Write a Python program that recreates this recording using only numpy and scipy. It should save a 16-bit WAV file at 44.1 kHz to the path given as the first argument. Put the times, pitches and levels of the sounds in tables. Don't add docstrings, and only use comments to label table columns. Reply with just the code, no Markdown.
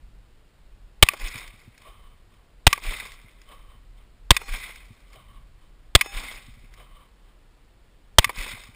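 import sys
import numpy as np
from scipy import signal
from scipy.fft import rfft, irfft, next_fast_len
from scipy.io import wavfile
from scipy.ndimage import uniform_filter1d

SR = 44100
rng = np.random.default_rng(int(sys.argv[2]) if len(sys.argv) > 2 else 0)


def file_out(sig):
    cols = np.atleast_2d(sig).T
    lim = np.clip(cols, -1, 1)
    pcm = np.round(lim * 32767).astype(np.int16)
    wavfile.write(sys.argv[1], SR, pcm)


N = 385875
T = np.arange(N) / SR
TARGETS_S = .1083

# (time [s], blast [dB], crackle in the lull [dB], hillsides [dB], low wave [dB], slide shuts [s],
#  slide peak [dB], slide t60 [s], target echo peak [dB], berm face slap peak [dB])
SHOTS = [(1.0258, -3, -3, -0.5, -16, .0608, -2, .012, -24.5, -27),
         (2.6673, -2.5, -14, 0, -14, 0.061, -3.5, 0.017, -24, -22.5),
         (4.3061, -3, -13.5, -0.5, -15, 0.059, -9, 0.023, -28.5, -30),
         (5.9510, -3.5, -4, -0.5, -17.5, 0.059, -6.5, .027, -24.5, -40),
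         (8.1841, -3, -5.5, -0.5, -20, 0.059, -4.5, 0.024, -18, -32)]
# (frequency [Hz], relative level [dB])
BERM_COLOUR = [(500, -30), (1400, -14), (1800, -18), (2050, 0), (2400, -6), (2750, -20), (3450, -16),
               (3700, -5), (3950, -18), (5200, -22), (6000, -36), (7000, -60)]
# (frequency [Hz], relative level [dB])
SLAP_COLOUR = [(500, -37), (850, -22), (1160, -5), (1350, -30.5), (1600, -11.5), (1800, -15), (1980, -2),
               (2500, -1.5), (2880, -16), (3050, -10), (3300, -24.5), (3520, -7), (3700, -17.5),
               (4650, -18), (5200, -14), (6000, -21.5), (7000, -68)]


def undb(db):
    return 10 ** (np.asarray(db) / 20)


def add(out, s, x):
    i = int(s * SR)
    out[i:i + len(x)] += x[:len(out) - i]


def walk(rate):
    k = int(SR / rate)
    steps = np.repeat(rng.standard_normal(N // k + 1), k)
    return 1.3 * uniform_filter1d(uniform_filter1d(steps, k), k)[:N]


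def burst(t, rise_s, t60):
    e = (1 - np.exp(-t / rise_s)) ** 2 * 1000 ** (-t / t60)
    return e / e.max()


def swells(t, table):
    power = 0
    for top_s, db, rise, fall in table:
        drop_db = np.where(t < top_s, rise * (top_s - t), fall * (t - top_s))
        power = power + undb(db - drop_db) ** 2
    return np.sqrt(power)


def colour(x, spectrum):
    size = next_fast_len(len(x) + 2048, real=True) // 2 * 2
    hz, db = np.transpose(spectrum)
    f = np.arange(size // 2 + 1) * SR / size + 1
    gain = undb(np.interp(np.log(f), np.log(hz), db))
    cepstrum = irfft(np.log(gain), size)
    cepstrum[1:size // 2] *= 2
    cepstrum[size // 2 + 1:] = 0
    response = np.exp(rfft(cepstrum))
    return irfft(rfft(x, size) * response, size)[:len(x)] / np.sqrt(np.mean(gain ** 2))


def noise(spectrum, envelope):
    return colour(envelope * rng.standard_normal(len(envelope)), spectrum)


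def crack(t60, dull_db, db, bright):
    # (frequency [Hz], relative level [dB])
    dull_colour = [(150, -28), (250, -14.5), (450, -5.5), (700, -7), (1130, 1), (1500, -13), (2100, -10.5),
                   (3600, -23.5), (6000, -37)]
    e = burst(T[:4096], 0.00049, max(t60, .005))
    sound = noise(bright, e) + undb(dull_db) * noise(dull_colour, e)
    return undb(db) * sound / np.abs(sound).max()


def wind():
    # (frequency [Hz], relative level per Hz [dB])
    wind_colour = [(8.8, -35.5), (15, -2.5), (43, -3.5), (66, -21), (91, -22.5), (261, -36), (304, -35),
                   (644, -39.5), (712, -40.5), (768, -40.5), (2970, -46), (4330, -48.5), (6000, -52.5),
                   (7800, -88.5), (13200, -120)]
    air = noise(wind_colour, np.ones(N))
    rumble = signal.sosfilt(signal.butter(2, 250, fs=SR, output="sos"), air)
    gust = undb(2.1 * walk(5))
    return undb(-45.5) * (air + (gust - 1) * rumble)


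def housing_knocks():
    # (time [s], level [dB])
    knocks = [(1.349, -37), (1.533, -48), (1.673, -40.5), (3.239, -47), (3.746, -52), (4.901, -41),
              (6.479, -41), (6.566, -46.5), (6.635, -47.5), (8.26, -37.5), (8.374, -38.5), (8.532, -39),
              (8.684, -43)]
    # (frequency [Hz], relative level [dB], t60 [s])
    modes = [(104.4, 1, 0.065), (232.5, -6, 0.05)]
    out, t = np.zeros(N), T[:6000]
    knock = sum(undb(g) * burst(t, 0.0041, t60) * np.sin(2 * np.pi * hz * t) for hz, g, t60 in modes)
    for at, db in knocks:
        add(out, at, undb(db) * knock)
    return out


def brass():
    # (time [s], peak level [dB])
    touches = [(1.3784, -32), (1.4775, -36), (1.7784, -40), (3.1194, -35), (3.4161, -41), (4.7584, -36),
               (5.1307, -41), (6.7386, -39), (8.6373, -35)]
    # (frequency [Hz], relative level [dB])
    brass_colour = [(500, -30), (1200, -14), (2200, 0), (2900, -12), (3600, -10), (4400, -14), (5100, -5),
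                    (6000, -16), (7000, -40)]
    out, t = np.zeros(N), T[:6000]
    for at, db in touches:
        tick = noise(brass_colour, burst(t, .0004, .03))
        add(out, at - .001, undb(db) * tick / np.abs(tick).max())
    return out


def plates():
    # (time [s], level [dB])
    hits = [(4.385, -55), (6.02, -48)]
    plate_hz = [(797, 2476, 4194, 5324, 5744), (797, 1674, 2568, 3591, 5265)]
    # (relative level [dB], t60 [s]) of each mode
    plate_ring = [
        [(0, 1.0), (0, .6), (1, 1.0), (1, 1.0), (-4, 1.3)],
        [(-1, .9), (-5, .8), (1, .6), (-1, 1.2), (2, .6)],
    ]
    out, t = np.zeros(N), T[:2 * SR]
    for (at, db), modes, ring in zip(hits, plate_hz, plate_ring):
        for hz, (g, t60) in zip(modes, ring):
            tone = np.sin(2 * np.pi * (hz * t + rng.random()))
            add(out, at, undb(db + g) * burst(t, .02, t60) * tone)
    return out


def echoes():
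    # (time [s], peak level [dB])
    cracks = [(2.8365, -28), (3.0515, -32.5), (4.5319, -31), (4.6007, -37), (6.2345, -32), (8.3838, -25),
              (8.41, -24)]
    face_s, bank_s = .331, .388
    soft_t60, face_t60, crack_t60 = 0.044, .02, 0.049
    crack_dull_db = -23
    out = np.zeros(N)
    for at, *_, targets_db, face_db in SHOTS:
        add(out, at + TARGETS_S, crack(soft_t60, 4, targets_db, SLAP_COLOUR))
        add(out, at + face_s, crack(face_t60, crack_dull_db, face_db, BERM_COLOUR))
        add(out, at + bank_s, crack(soft_t60, 7, -37.5, SLAP_COLOUR))
    for at, db in cracks:
        add(out, at, crack(crack_t60, crack_dull_db, db, SLAP_COLOUR))
    return out


def scatter(size):
    # (low edge [Hz], high edge [Hz])
    bands = [(60, 1500), (1500, 2800), (2800, 4300), (4300, 8000)]
    out, shared_db = 0, 2.5 * walk(250)[:size]
    for band in bands:
        sos = signal.butter(2, band, "band", fs=SR, output="sos")
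        hiss = signal.sosfilt(sos, rng.standard_normal(size))
        out = out + undb(shared_db + 3 * walk(90)[:size]) * hiss
    return out


def far_hills(t):
    # (frequency [Hz], relative level [dB])
    far_colour = [(200, -16), (350, -17), (580, -12), (860, -19), (1020, -6), (1120, 0), (1250, -9),
                  (1530, -22), (2200, -14), (2720, -24), (3060, -6), (3350, -21), (3650, -15), (4200, -28),
                  (6000, -43), (7000, -70)]
    # (top after the shot [s], relative level [dB], rise [dB/s], fall [dB/s])
    hills = [(.16, -61.5, 200, 300), (.45, -60, 70, 130), (.85, -50, 350, 149), (1.05, -57.5, 60, 150),
             (1.32, -65, 200, 120.1)]
    hush = undb(-70 - 10 * t) * (t > TARGETS_S)
    return noise(far_colour, undb(2.0 * walk(100)[:len(t)]) * np.hypot(swells(t, hills), hush))


def far_boom(t):
    # (frequency [Hz], relative level [dB])
    boom_colour = [(250, -25), (430, -8), (600, -1.5), (780, -9), (1000, -32), (3000, -56)]
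    top_s, width_s = .855, 0.025
    return noise(boom_colour, undb(-56) * np.exp(-((t - top_s) / width_s) ** 2))


def berm_return(t):
    # (top after the shot [s], relative level [dB], rise [dB/s], fall [dB/s])
    berm_swells = [(.07, -59, 600, 40), (.232, -46, 200, 150.2), (0.301, -38, 500, 397.6),
                   (.333, -36, 1500, 500), (.39, -46.5, 100, 160), (.5, -60.5, 100, 40.13)]
    return noise(BERM_COLOUR, undb(0.91 * walk(150)[:len(t)]) * swells(t, berm_swells))


def near_slopes(t):
    # (frequency [Hz], relative level [dB])
    near_colour = [(150, -13), (400, -13), (900, -13), (1130, -5), (1330, -11), (1650, -9), (1800, -14.5),
                   (1950, -4), (2550, -3), (2720, -12), (3250, -9), (3600, -7), (3900, -14), (4800, -15.5),
                   (5250, -9.5), (6000, -27), (7000, -60)]
    # (top after the shot [s], relative level [dB], rise [dB/s], fall [dB/s])
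    slopes = [(.095, -44.5, 150, 249.5), (0.179, -41.5, 501, 64), (.245, -36.5, 200, 127),
              (0.369, -47.5, 149.5, 89.5), (.55, -63, 200, 27.5), (.83, -59, 170, 102),
              (1.32, -72, 250, 97.5)]
    return colour(scatter(len(t)) * swells(t, slopes), near_colour)


def ground_wave(t, db):
    top_s, wave_hz, width_s, shape = .217, 27.32, 0.023, 1.25
    u = t - top_s
    return undb(db) * np.exp(-np.abs(u / width_s) ** shape) * np.cos(2 * np.pi * wave_hz * u)


def slide():
    out = np.zeros(N)
    for at, *_, slide_s, slide_db, slide_t60, _, _ in SHOTS:
        add(out, at + slide_s, crack(slide_t60, -30.5, slide_db, SLAP_COLOUR))
    return out


def gun_rattle(t):
    # (frequency [Hz], relative level [dB])
    gun_colour = [(300, -20), (800, -15.5), (1120, -6.5), (1550, -22), (1800, -16), (1950, -1), (2020, -8),
                  (2110, -1), (2250, -12), (2560, -4.5), (2750, -14.5), (3700, -9.5), (4400, -20),
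                  (5000, -15), (6000, -27), (7000, -50)]
    # (top after the shot [s], relative level [dB], rise [dB/s], fall [dB/s])
    rattles = [(.01, -31, 20000, 480), (.04, -33, 2999.5, 750)]
    return noise(gun_colour, swells(t, rattles))


def gas_push(t):
    push_s = .0098
    return -undb(3.5) * np.sin(np.pi * np.minimum(t / push_s, 1))


def crackle(t, lull_db):
    # (frequency [Hz], relative level [dB])
    blast_colour = [(150, -13), (400, -7.5), (700, -7.5), (1100, -3), (1400, -7), (2000, -3.5),
                    (2700, -2.5), (3500, 0.5), (4500, -7.5), (6000, -12.5), (7000, -41.5)]
    attack_s, jet_s, drop_s, lull_s, puff_rise_s, puff_hold_s = .0006, .0034, .001, .002, .0015, .0016
    jet_db, puff_db, puff_fall = 8, -5.5, 11000
    s = np.cumsum([0, attack_s, jet_s, drop_s, lull_s, puff_rise_s])
    db = np.interp(t, s, [-25, jet_db - 2.0, jet_db, lull_db, lull_db - 2, puff_db])
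    fall_db = puff_fall * np.maximum(t - s[-1] - puff_hold_s, 0)
    return noise(blast_colour, np.ones(len(t))) * undb(db - fall_db)


def shots():
    out, t = np.zeros(N), T[:int(1.7 * SR)]
    for at, blast_db, lull_db, hill_db, wave_db, *_ in SHOTS:
        blast = undb(blast_db) * (crackle(t, lull_db) + gas_push(t) + gun_rattle(t))
        returns = undb(hill_db) * (near_slopes(t) + berm_return(t) + far_hills(t))
        add(out, at, blast + returns + far_boom(t) + ground_wave(t, wave_db))
    return out


def scene():
    mid = wind() + housing_knocks() + brass() + plates() + echoes() + slide() + shots()
    side = undb(-33) * mid * walk(300)
    return np.array([mid + side, mid - side])


def record(dry):
    coupling_hz, guard_hz, top_hz = 40.3, 6080, 15200
    camera_sr, hold = 12000, 4
    x = signal.sosfilt(signal.butter(1, coupling_hz, "high", fs=SR, output="sos"), dry)
    x = signal.sosfilt(signal.butter(4, guard_hz, fs=SR, output="sos"), x)
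    slow = np.clip(signal.resample_poly(x, camera_sr, SR, axis=1), -1, 1)
    steps = np.repeat(slow, hold, axis=1)
    held = signal.resample_poly(steps, SR, camera_sr * hold, axis=1)[:, :N]
    steep = signal.ellip(6, .1, 40, top_hz, fs=SR, output="sos")
    return np.clip(signal.sosfiltfilt(steep, held), -1, 1)


dry = scene()
out = record(dry)
file_out(out)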